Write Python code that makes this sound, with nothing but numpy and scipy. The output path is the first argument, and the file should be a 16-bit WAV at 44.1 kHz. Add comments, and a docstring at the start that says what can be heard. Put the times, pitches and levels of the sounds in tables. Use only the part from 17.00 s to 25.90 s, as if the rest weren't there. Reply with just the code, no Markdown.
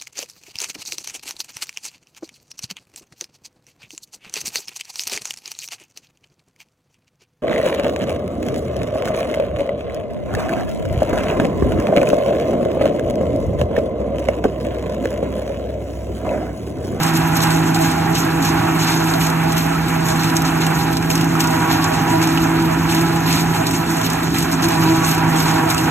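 """A chopper flywheel, tractor-driven through standing maize, drones at its blade rate and sags under load.
Its octave, whines and growl are wavering sines locked to the shaft; diesel and drive line hum and rumble below.
Knives rasp: noise and tiny cracks gated by the blade strokes. Leaves crackle as they tear, over a steady spout hiss.
Stalks crack and cobs knock at listed times: short decaying bursts of coloured noise."""
import sys
import numpy as np
from scipy import signal
from scipy.fft import rfft, irfft
from scipy.io import wavfile

SR = 44100
rng = np.random.default_rng(int(sys.argv[2]) if len(sys.argv) > 2 else 0)


def log_audio(samples):
    """Write samples as a 16-bit WAV file to the path given in sys.argv[1]."""
    # one column per channel
    frames = np.atleast_2d(samples).T
    # limit to full scale, then quantise
    limited = np.clip(frames, -1, 1)
    pcm = np.round(limited * 32767).astype(np.int16)
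    wavfile.write(sys.argv[1], SR, pcm)


N = 392490
TIME = np.arange(N) / SR
BINS = np.arange(N // 2 + 1) * SR / N

# flywheel strain from the crop: [t/s, strain 0-1]
STRAIN = [(0.0, 0.5), (0.72, 0.49), (0.92, 0.39), (1.06, 0.48), (1.17, 0.3), (1.66, 0.68), (1.86, 0.46),
          (2.0, 0.57), (2.37, 0.51), (2.62, 0.31), (2.9, 0.5), (3.4, 0.47), (3.64, 0.72), (3.95, 0.37),
          (4.28, 0.27), (4.46, 0.98), (4.56, 0.59), (4.65, 1.0), (4.75, 0.62), (4.88, 1.0), (4.98, 0.59),
          (5.07, 0.67), (6.04, 0.12), (6.13, 0.26), (6.78, 0.04), (7.02, 0.28), (7.12, 0.08), (7.22, 0.21),
          (7.34, 0.0), (7.45, 0.5), (7.55, 0.09), (7.66, 0.14), (7.79, 0.87), (7.91, 0.51), (8.01, 0.71),
          (8.2, 0.65), (8.33, 0.88), (8.9, 0.65)]
# blade tone: [t/s, level/dB]
BLADE_LEVEL_DB = [(0.0, -20.5), (0.61, -19), (1.21, -23), (2.04, -21), (2.31, -18.5), (2.55, -20.5),
                  (4.02, -22), (4.36, -19.5), (4.48, -23), (6.44, -20), (6.58, -24), (7.54, -24.5),
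                  (7.81, -21.5), (8.49, -19.5), (8.65, -26), (8.9, -23)]
# octave of the blade tone: [t/s, level/dB]
OCTAVE_LEVEL_DB = [(0.0, -34), (0.14, -21.5), (0.24, -29.0), (0.62, -23), (1.05, -28.5), (1.26, -28),
                   (1.38, -25.5), (2.05, -24.0), (2.28, -33), (2.45, -28), (2.78, -40), (2.85, -33),
                   (3.19, -26.0), (3.5, -25.5), (3.68, -31), (3.98, -27.0), (4.11, -37.0), (4.23, -23),
                   (4.4, -29), (4.77, -25.5), (4.86, -34.5), (5.18, -21), (5.63, -20), (5.76, -26.0),
                   (6.04, -20.5), (6.3, -31), (6.44, -28.5), (6.5, -40), (6.69, -32), (6.77, -34),
                   (6.93, -21.5), (7.02, -45), (7.39, -28.5), (7.48, -25), (7.6, -42), (7.66, -16),
                   (7.76, -33), (7.9, -13.5), (8.09, -31.0), (8.36, -22.5), (8.44, -37), (8.58, -17.5),
                   (8.74, -29.5), (8.9, -22)]
# whine at 5 x blade rate: [t/s, level/dB]
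WHINE_LEVEL_DB = [(0.0, -36), (0.25, -35.5), (0.4, -32.5), (1.08, -28.5), (1.28, -36), (1.46, -28),
                  (1.77, -37), (2.01, -33), (2.32, -38.5), (2.49, -28.0), (2.62, -33.5), (2.99, -39),
                  (3.15, -30), (3.52, -38), (3.8, -27.5), (4.19, -43), (4.4, -27.5), (4.54, -35),
                  (5.01, -27), (5.26, -43), (5.37, -27.5), (5.75, -48), (6.09, -31), (6.44, -36),
                  (6.58, -36.5), (6.81, -38), (6.99, -37.5), (7.65, -56), (7.73, -32), (7.88, -29.5),
                  (8.16, -36), (8.6, -27), (8.76, -42), (8.9, -23.5)]
# upper whine at 6 x blade rate: [t/s, level/dB]
UPPER_WHINE_LEVEL_DB = [(0.0, -45), (0.16, -36), (0.36, -39), (0.48, -35.5), (0.6, -39), (1.44, -40),
                        (1.62, -33), (1.89, -53), (2.0, -33), (3.1, -48), (3.23, -31), (3.68, -40),
                        (3.82, -29), (3.98, -42.0), (4.28, -41.5), (4.64, -24), (4.79, -38), (5.16, -25.5),
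                        (5.3, -39), (5.58, -32), (6.12, -36), (6.72, -34), (6.82, -35), (7.46, -54),
                        (7.88, -23.5), (8.06, -39), (8.18, -30), (8.9, -31)]
# knife-stroke overtones: [multiple of blade rate, level unstrained/dB, change at full strain/dB]
KNIFE_TONES = [(3, -48, 12), (4, -32.5, 2.5), (7, -53.5, 23.5), (8, -40, -3.5), (9, -59.5, 25),
               (10, -43.5, 3.5), (11, -60, -9)]
# diesel and drive-line hum: [multiple of blade rate, level before the rumble swell/dB]
DRIVE_TONES = [(.225, -53), (.45, -39), (.56, -45), (.675, -33.5), (1.35, -40.5), (1.578, -32.5),
               (1.665, -30.5), (1.73, -36.5), (2.25, -42.5), (2.525, -47.5), (4.451, -51), (5.4, -48.5)]
# swell shared by hum and rumble: [t/s, gain/dB]
RUMBLE_SWELL_DB = [(0.0, -2), (0.18, -2.5), (0.65, -0.5), (0.99, -1), (1.77, -1), (1.95, -2.5),
                   (2.84, -2.2), (3.57, -1.5), (4.23, -1), (5.05, -1), (5.3, -1.1), (6.22, -1),
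                   (7.16, -1.8), (7.96, -0.5), (8.9, -2)]
# machine rumble spectrum: [f/Hz, relative level/dB]
RUMBLE_SPECTRUM = [(22, -48), (34, -25), (55, -9.5), (80, -6), (135, 1.5), (165, 0), (205, -5), (285, 2.5),
                   (370, -2.5), (430, -9.5), (520, -20.5), (700, -30), (1500, -32), (4000, -54),
                   (15000, -60)]
# chopping before trim and flutter: [t/s, level/dB]
CHOP_LEVEL_DB = [(0.0, -21), (1.34, -24.5), (1.42, -22.5), (2.2, -22.5), (2.69, -24.5), (3.6, -22.5),
                 (3.85, -24.5), (4.0, -26), (4.22, -24.5), (4.38, -23.5), (4.66, -21.5), (4.95, -21),
                 (5.12, -22.5), (5.77, -23), (6.28, -23), (6.52, -23.5), (7.61, -24.5), (7.84, -20.5),
                 (8.06, -21.5), (8.57, -21), (8.9, -23)]
# chopping spectrum: [f/Hz, relative level/dB]
CHOP_SPECTRUM = [(300, -25), (560, -7), (670, 1.5), (820, 4), (1000, 2.5), (1200, -1), (1400, 2),
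                 (2000, -5), (2550, -6.5), (3200, -12.5), (5000, -33), (15000, -24)]
# plants torn into the intake: [t/s, hold/s, level before tear gain/dB, release/s]
TEARS = [(0.015, 0.0083, -29.5, .03), (0.054, 0.025, -30.5, 0.036), (0.149, .008, -28.5, 0.012),
         (0.27, .03, -42, .03), (0.346, .015, -27.5, 0.037), (0.41, 0.017, -25.5, 0.03),
         (0.494, 0.044, -31, 0.05), (0.655, 0.025, -34, .02), (0.736, 0.013, -29.5, 0.029),
         (0.794, 0.055, -31.5, 0.073), (1.143, 0.031, -27, 0.043), (1.24, .01, -43, .03),
         (1.414, 0.052, -28.5, 0.049), (1.782, 0.048, -28.5, 0.035), (1.859, 0.069, -30, 0.085),
         (2.055, 0.076, -33.5, 0.065), (2.195, 0.023, -27, 0.036), (2.558, 0.022, -27, 0.038),
         (2.872, .02, -33, 0.014), (3.046, 0.037, -29.5, 0.037), (3.151, 0.11, -33.5, .05),
         (3.351, 0.013, -26.5, 0.013), (3.437, 0.044, -33, 0.021), (3.598, 0.014, -29.5, 0.031),
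         (3.739, 0.048, -32, 0.093), (3.912, 0.0095, -33, .01), (4.092, 0.025, -30, 0.064),
         (4.387, 0.013, -28.5, 0.029), (4.49, .01, -33, 0.044), (4.664, 0.079, -33.5, 0.033),
         (4.817, 0.02, -34, 0.017), (4.931, 0.04, -45, 0.039), (5.094, 0.029, -32.5, 0.03),
         (5.207, .015, -29, .03), (5.28, 0.031, -36, 0.031), (5.39, 0.034, -33.5, 0.023),
         (5.887, .07, -29.5, 0.062), (6.258, 0.13, -29, .04), (6.537, 0.018, -29.5, 0.021),
         (6.653, 0.015, -28.5, 0.04), (6.726, 0.014, -28.5, 0.061), (6.89, .03, -31.5, 0.017),
         (6.954, 0.0081, -31, 0.021), (7.027, 0.031, -27.5, 0.021), (7.101, 0.041, -40, 0.029),
         (7.223, 0.0073, -32, .015), (7.335, 0.049, -27.5, 0.031), (7.412, .01, -32.5, 0.037),
         (7.507, 0.0093, -28.5, 0.026), (7.617, 0.026, -27, .015), (7.672, 0.044, -30, 0.046),
         (7.785, 0.068, -33, 0.055), (7.944, 0.086, -36.5, 0.033), (8.034, 0.062, -26, 0.05),
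         (8.351, 0.05, -27.5, 0.042), (8.447, 0.048, -30, 0.048), (8.681, 0.027, -28.5, 0.018),
         (8.761, 0.034, -31.5, 0.089)]
# fracture ring ranges, thick stalk to thin leaf: [lower edge f/Hz, upper edge f/Hz]
FIBRE_BANDS_HZ = [(1200, 3200), (3200, 5500), (5500, 7500), (7500, 11000), (11000, 16000)]
# leaf and spout spectrum: [f/Hz, relative level/dB]
LEAF_SPECTRUM = [(1000, -7), (2500, 5), (3400, 2), (4000, 4.5), (4600, 3.5), (5500, 2), (6100, 1.5),
                 (6800, 3.5), (7600, -0.5), (8300, 1.5), (9500, -6), (10500, -4), (12400, -1),
                 (14000, -6.5), (15500, -18)]
# stalks breaking: [t/s, level before stalk trim/dB, ring f/Hz, ring strength/dB]
SNAPS = [(0.033, -13, 3730, 0), (0.173, -15, 11900, 8), (0.275, -22, 13400, 9), (0.369, -11, 13700, 9),
         (0.404, -14, 3800, 14), (0.427, -18, 14000, 3), (0.436, -13, 2510, 6), (0.471, -20, 4040, 6),
         (0.504, -20, 3200, 8), (0.746, -17, 7100, 7), (0.789, -22, 2500, 5), (0.822, -18, 7100, 9),
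         (0.915, -18, 10100, 4), (1.25, -24, 13500, 13), (1.45, -15, 5400, 7), (1.903, -20, 8900, 5),
         (2.138, -15, 4100, 13), (2.213, -20, 8200, 5), (2.268, -14.5, 8600, 1), (2.301, -18, 10400, 5),
         (2.521, -17, 6820, 6), (2.529, -22, 10200, 7), (2.58, -15, 4410, 7), (2.664, -22, 13800, 8),
         (3.123, -22, 4100, 2), (3.234, -17, 6700, 9), (3.243, -19, 3505, 9), (3.267, -26, 2800, 7),
         (3.299, -18, 3200, 6), (3.367, -9.5, 6480, 7), (3.42, -15, 13400, 6), (3.667, -15, 2800, 9),
         (3.969, -14, 4216, 8), (4.025, -20, 2693, 12), (4.102, -12.5, 2700, 15), (4.113, -15, 13400, 5),
         (4.154, -10.5, 5300, 9), (4.177, -18, 3100, 11), (4.211, -15.5, 2800, 10), (4.243, -20, 5700, 1),
         (4.405, -8, 4917, 6), (4.441, -17, 2900, 7), (4.473, -15.5, 6700, 5), (4.509, -25, 3500, 4),
         (4.713, -16, 3900, 15), (4.842, -12, 6940, 9), (5.227, -16, 3500, 0), (5.273, -17, 3000, 8),
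         (5.375, -14, 2890, 21), (5.948, -13.5, 4303, 7), (5.994, -21, 3800, 6), (6.011, -19, 4220, 4),
         (6.327, -14, 10000, 5), (6.669, -14, 10300, 1), (6.71, -15.5, 3207, 2), (7.014, -16, 3292, 11),
         (7.101, -14, 6600, 2), (7.133, -16.5, 12600, 2), (7.385, -14, 13510, 6), (7.405, -20, 3280, 6),
         (7.427, -17, 8400, 4), (7.623, -19, 11800, 8), (7.643, -15, 9800, 9), (7.686, -13.5, 12200, 10),
         (7.719, -20, 8300, 5), (7.837, -18, 2615, 10), (8.114, -13, 13510, 1), (8.148, -17, 9340, 6),
         (8.18, -20, 2500, 4), (8.402, -14, 4025, 14), (8.513, -19, 6760, 7), (8.704, -13, 10730, 5),
         (8.711, -19, 5300, 10), (8.746, -15.5, 8005, 7), (8.78, -13.5, 2800, 8), (8.813, -23, 2700, 4),
         (8.858, -23, 3093, 9)]
# stalk crack spectrum: [f/Hz, relative level/dB]
CRACK_SPECTRUM = [(1000, -22), (2500, 2), (4000, 0.5), (5300, 5.5), (6800, 2), (9500, 2), (12400, -4),
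                  (14000, 2), (15500, -6)]
# cobs hitting the steel feed throat: [t/s, level before cob trim/dB]
KNOCKS = [(1.6837, -16), (3.2592, -18), (4.104, -26), (4.353, -14), (4.44, -14.5), (4.6296, -17),
          (5.1322, -28), (5.374, -16), (5.589, -22), (7.824, -19), (8.2396, -51), (8.6953, -21),
          (8.745, -12.5)]
# feed-throat ring: [f/Hz, relative level/dB]
THROAT_SPECTRUM = [(500, -20), (900, -12), (1300, 20), (1900, -16), (2600, 6), (4000, -28), (8000, -43)]
# phase between the two pickup ports: [f/Hz, left lead/rad]
PORT_PHASE_RAD = [(50, -.1), (150, -.28), (350, -.25), (500, -1.3), (640, -3.14), (720, -5.2), (820, -6.1),
                  (1000, -6.75), (1300, -6.75), (1500, -5.85), (1850, -6), (2150, -5.3), (2600, -7.2),
                  (3400, -9.4), (4000, -9.9), (4400, -9.45), (5100, -9.35), (5600, -8.2), (6300, -6.35),
                  (7700, -6.2), (8500, -4.7), (9100, -3.25), (10400, -3.05), (11600, -.1), (13400, .15),
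                  (14200, 3), (15500, 3.15)]
# level between the ports: [f/Hz, left minus right/dB]
PORT_BALANCE_DB = [(40, -.5), (160, -2.8), (300, -.3), (500, -.2), (750, -7.5), (1000, -1.2), (1400, -3.5),
                   (2200, -.4), (4000, -1), (4800, 0)]
# stereo width, unrelated against shared sound: [f/Hz, level/dB]
WIDTH_DB = [(50, -16), (300, -15), (600, 3.5), (950, -10.5), (1450, 1.5), (1750, -10), (2200, 0.5),
            (2600, -8), (3500, 2.5), (4200, -1.5), (4850, -20.5), (5800, 13), (6450, -21), (7350, -24),
            (7800, -7), (8700, 4), (9250, -71), (10150, -35), (10600, -7.5), (11300, 4), (11900, -20),
            (12800, -24), (13400, -2), (14000, -2), (14700, -27), (15500, -24)]

FREE_HZ, SAG_HZ, INERTIA_S = 165.67, 5.93, 0.07  # unstrained blade rate, drop at full strain, lag
CHOP_TRIM_DB, CHOP_FLUTTER_DB = -0.84, 0.2
TEAR_ATTACK_S, TEAR_GAIN_DB = 0.012, 4
BRUSH_BASE_DB, BRUSH_SWELL_DB, BRUSH_PER_S = -32.5, 0.9, 26  # leaves brushing between tears
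BRUSH_FOLLOWS = 0.65  # share of the chopping's dB swings taken up by the brushing
SPLITS_PER_S, SPLIT_SIZE, SPLIT_DECAY_S = 57, 0.56, 0.0039
SPLINTER_HZ, SPLINTER_CYCLES = (2700, 14650), 33  # pitch range, cycles to decay
SPLINTER_SPREAD_DB, SPLINTER_DB = 9, -4.5  # range of strength, level before the mix is normalised
SNAP_RING_Q = 5.2
CRUNCH_S, THICK_HZ, CRUNCH_LAW = 0.0063, 5500, 0.23  # decay at THICK_HZ; longer for lower rings
TOP_HZ = 15550


def undb(db):
    """Decibels to gain."""
    return np.exp(np.asarray(db) * (np.log(10) / 20))


def unit(x):
    """Scale to rms 1."""
    return x / np.sqrt(np.mean(x ** 2))


def curves(table):
    """Interpolate each column of a time table to every sample."""
    s, *columns = np.transpose(table)
    return [np.interp(TIME, s, c) for c in columns]


def across(points):
    """Interpolate a frequency table to every bin on a log axis."""
    hz, value = np.transpose(points)
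    return np.interp(np.log(BINS + 1), np.log(hz), value)


def colour(x, points):
    """Shape the spectrum of x; rms 1."""
    return unit(irfft(rfft(x) * undb(across(points)), N))


def noise():
    """Independent noise for three paths: shared by both ports, left only, right only."""
    return rng.standard_normal((3, N))


def walk(rate):
    """Smooth random curve, about rate changes a second; spread 1."""
    steps = rng.standard_normal(8192)
    hz = np.arange(len(steps) // 2 + 1) * SR / N  # bins once stretched to N samples
    slow = unit(irfft(rfft(steps) / (1 + (2 * hz / rate) ** 4)))
    return np.interp(TIME, np.linspace(0, TIME[-1], len(slow)), slow)


def tone(turns, wander, flutter_db, rate):
    """Sine of wavering phase (wander in rad) and strength; rms 1."""
    sine = np.sin(2 * np.pi * turns + wander * walk(rate))
    return unit(sine * undb(flutter_db * walk(rate)))


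def strokes(turns, length):
    """Gate that opens once per cycle and decays within it; length in cycles, rms 1."""
    return unit(np.exp(-(turns % 1) / length))


def fractures(per_s, spread_db):
    """Tiny cracks at random times, exponentially spread in dB, signs independent per path; rms 1."""
    pool = 60000
    places = rng.integers(0, N, pool)
    kept = rng.random(pool) < per_s * TIME[-1] / pool
    signs = rng.choice([-1, 1], (3, pool))
    size = np.minimum(rng.exponential(size=pool), 5)
    cracks = np.zeros((3, N))
    cracks[:, places] = kept * signs * undb(spread_db * size)
    return unit(cracks)


def blade_rate(strain):
    """Blade rate in Hz: falls in proportion to strain, lagged by flywheel inertia."""
    keep = np.exp(-1 / (INERTIA_S * SR))
    felt = strain[0] + signal.lfilter([1 - keep], [1, -keep], strain - strain[0])
    return FREE_HZ - SAG_HZ * felt


def flywheel(turns, strain):
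    """Paddles pass the spout opening: drone, less steady octave, whines, and a strain-dependent growl."""
    blade_db, = curves(BLADE_LEVEL_DB)
    octave_db, = curves(OCTAVE_LEVEL_DB)
    whine_db, = curves(WHINE_LEVEL_DB)
    upper_db, = curves(UPPER_WHINE_LEVEL_DB)
    drone = undb(blade_db + 0.4 * walk(13.0)) * tone(turns, wander=0.17, flutter_db=-0.16, rate=49)
    octave = undb(octave_db) * tone(2 * turns, wander=0.47, flutter_db=1.5, rate=18)
    whine = undb(whine_db) * tone(5 * turns, wander=0.71, flutter_db=3.0, rate=36)
    upper_whine = undb(upper_db) * tone(6 * turns, wander=0.83, flutter_db=2.7, rate=35)
    growl = 0
    for multiple, db, strain_db in KNIFE_TONES:
        overtone = tone(round(multiple) * turns, wander=1.0, flutter_db=4.5, rate=27.6)
        growl = growl + undb(db + strain_db * strain) * overtone
    # unequal knives: a swell every three strokes
    thirds = 1 + 0.057 * np.sin(2 * np.pi * turns / 3)
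    return drone + octave + (whine + upper_whine + growl) * thirds


def drive_line(turns):
    """Diesel, shafts and gears hum at fixed ratios to the blade rate."""
    return sum(undb(db) * tone(multiple * turns, wander=0.67, flutter_db=3.0, rate=9.7)
               for multiple, db in DRIVE_TONES)


def rumble(turns):
    """Engine firings throb in the broadband rumble of the machine."""
    throb = 1 + 0.32 * strokes(0.675 * turns, length=0.13)
    return undb(-22.0) * colour(noise() * throb, RUMBLE_SPECTRUM)


def knives(turns, chop_db, count=6):
    """Knife strokes rasp through uneven crop; part of the clatter repeats one flywheel turn later."""
    bite = undb(1.16 * walk(41) + 0.5 * walk(19))
    gate = 1 + 0.092 * strokes(turns, length=0.96)
    fresh = gate * bite * (noise() + 0.5 * fractures(per_s=2500, spread_db=-2.0))
    last_turn = np.searchsorted(turns, turns - count)
    clatter = fresh + 0.22 * (turns > count) * fresh[:, last_turn]
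    return undb(chop_db) * colour(clatter, CHOP_SPECTRUM)


def feed(chop_db):
    """Tearing gain: attack, hold and release per plant, power-summed with randomly brushing leaves."""
    flow_db = BRUSH_FOLLOWS * (chop_db - np.mean(chop_db))
    power = undb(BRUSH_BASE_DB + flow_db + BRUSH_SWELL_DB * walk(BRUSH_PER_S)) ** 2
    for s, hold_s, db, release_s in TEARS:
        near = slice(max(int(s * SR), 0), int(s * SR) + SR // 2)
        age_s = TIME[near] - s
        attack = np.clip(age_s / TEAR_ATTACK_S, 0, 1)
        release = np.exp(-np.maximum(age_s - TEAR_ATTACK_S - hold_s, 0) / release_s)
        power[near] += (undb(db + TEAR_GAIN_DB) * attack * release) ** 2
    return np.sqrt(power)


def splits():
    """Leaf ribs split at random: the crackle gain jumps and decays at once; rms 1."""
    chance, size = rng.random((2, N))
    jumps = (chance < SPLITS_PER_S / SR) * size
    decay = np.exp(-1 / (SPLIT_DECAY_S * SR))
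    return unit(1 + SPLIT_SIZE * signal.lfilter([1], [1, -decay], jumps))


def splinters(count=3000, size=256):
    """Single fibres part: short decaying pings at random pitches, signs random per path; rms 1."""
    when, pitch, strength = rng.random((count, 3)).T[:, :, None]
    low_hz, high_hz = SPLINTER_HZ
    cycles = low_hz * (high_hz / low_hz) ** pitch * np.arange(size) / SR
    ring = np.sin(2 * np.pi * cycles) * np.exp(-cycles / SPLINTER_CYCLES)
    pings = undb(-SPLINTER_SPREAD_DB * strength) * ring
    places = (when * (N - size)).astype(int) + np.arange(size)
    paths = []
    for _ in range(3):
        signs = rng.choice([-1, 1], (count, 1))
        paths.append(np.bincount(places.ravel(), (pings * signs).ravel(), N))
    return unit(np.array(paths))


def intake(turns, chop_db):
    """Feed teeth and roller tear leaves and stalks in gusts of crackle, over the even hiss of the spout."""
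    teeth = strokes(0.56 * turns, length=0.56)
    roller = strokes(0.37 * turns, length=0.77)
    grab = unit(1 + 0.049 * teeth + 0.046 * roller) * splits()
    tearing = fractures(per_s=1500, spread_db=2.0) + 1.3 * noise()
    crackle = 0
    for low_hz, high_hz in FIBRE_BANDS_HZ:
        band = signal.butter(2, [low_hz, high_hz], "band", fs=SR, output="sos")
        cracks = signal.sosfilt(band, fractures(per_s=2400, spread_db=-1.0))
        crackle = crackle + undb(6.5 * np.tanh(walk(37))) * cracks
    torn = grab * (tearing + 2.0 * crackle + undb(SPLINTER_DB) * splinters())
    leaves = feed(chop_db) * colour(torn, LEAF_SPECTRUM)
    spout = undb(-42.0) * colour(noise(), LEAF_SPECTRUM)
    return leaves + spout


def stalks():
    """Outer fibres give, then a sharp crack and a crunch: low and longer if thick, high and shorter if thin."""
    out, crack = np.zeros((3, N)), colour(noise(), CRACK_SPECTRUM)
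    for s, db, ring_hz, ring_db in SNAPS:
        near = slice(max(int(s * SR) - SR // 20, 0), int(s * SR) + SR // 10)
        age_s = TIME[near] - s
        bending = 0.3 * np.exp(-np.abs(age_s) / 0.0028)
        crunch_s = CRUNCH_S * (THICK_HZ / ring_hz) ** CRUNCH_LAW
        snap = 0.75 * np.exp(-np.abs(age_s) / 0.0004)
        crunch = 1.12 * np.exp(-np.abs(age_s) / crunch_s)
        envelope = np.where(age_s < 0, bending, snap + crunch)
        peak = signal.iirpeak(min(ring_hz, TOP_HZ), SNAP_RING_Q, fs=SR)
        ring = signal.lfilter(*peak, crack[:, near])
        out[:, near] += undb(db) * envelope * unit(crack[:, near] + (undb(ring_db) - 1) * ring)
    return undb(-5.5) * out


def cobs():
    """Hard cobs knock the feed throat; crop packed around it damps the ring."""
    force = np.zeros(N)
    for s, db in KNOCKS:
        start = int(s * SR)
        age_s = TIME[:min(N - start, SR // 20)]
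        force[start:start + len(age_s)] += undb(db) * np.exp(-age_s / 0.019)
    return undb(-6.5) * force * colour(noise(), THROAT_SPECTRUM)


def ports(tones, noises):
    """Shared sound meets two ports out of step; an unrelated left and right part widens it, set per frequency."""
    paths, side = rfft(noises), np.array([[1], [-1]])
    lead = np.exp(0.5j * side * across(PORT_PHASE_RAD))
    width = undb(across(WIDTH_DB))
    widened = (lead * paths[0] + width * paths[1:]) / np.sqrt(1 + width ** 2)
    balance = undb(side * across(PORT_BALANCE_DB) / 2)
    return irfft((lead * rfft(tones) + widened) * balance, N)


def scene():
    """Crop strain sets the shaft speed; one shaft phase drives every rotating part."""
    strain, = curves(STRAIN)
    chop_db, = curves(CHOP_LEVEL_DB)
    swell_db, = curves(RUMBLE_SWELL_DB)
    turns = np.cumsum(blade_rate(strain)) / SR  # in blade passes
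    swell = undb(swell_db)
    tones = flywheel(turns, strain) + swell * drive_line(turns)
    chopping = knives(turns, chop_db + CHOP_TRIM_DB + CHOP_FLUTTER_DB * walk(24))
    crop = chopping + intake(turns, chop_db) + stalks() + cobs()
    return ports(tones, swell * rumble(turns) + crop)


def record(dry):
    """Steep low-pass at TOP_HZ."""
    return irfft(rfft(dry) / np.sqrt(1 + (BINS / TOP_HZ) ** 600), N)


dry = scene()
out = record(dry)
log_audio(out)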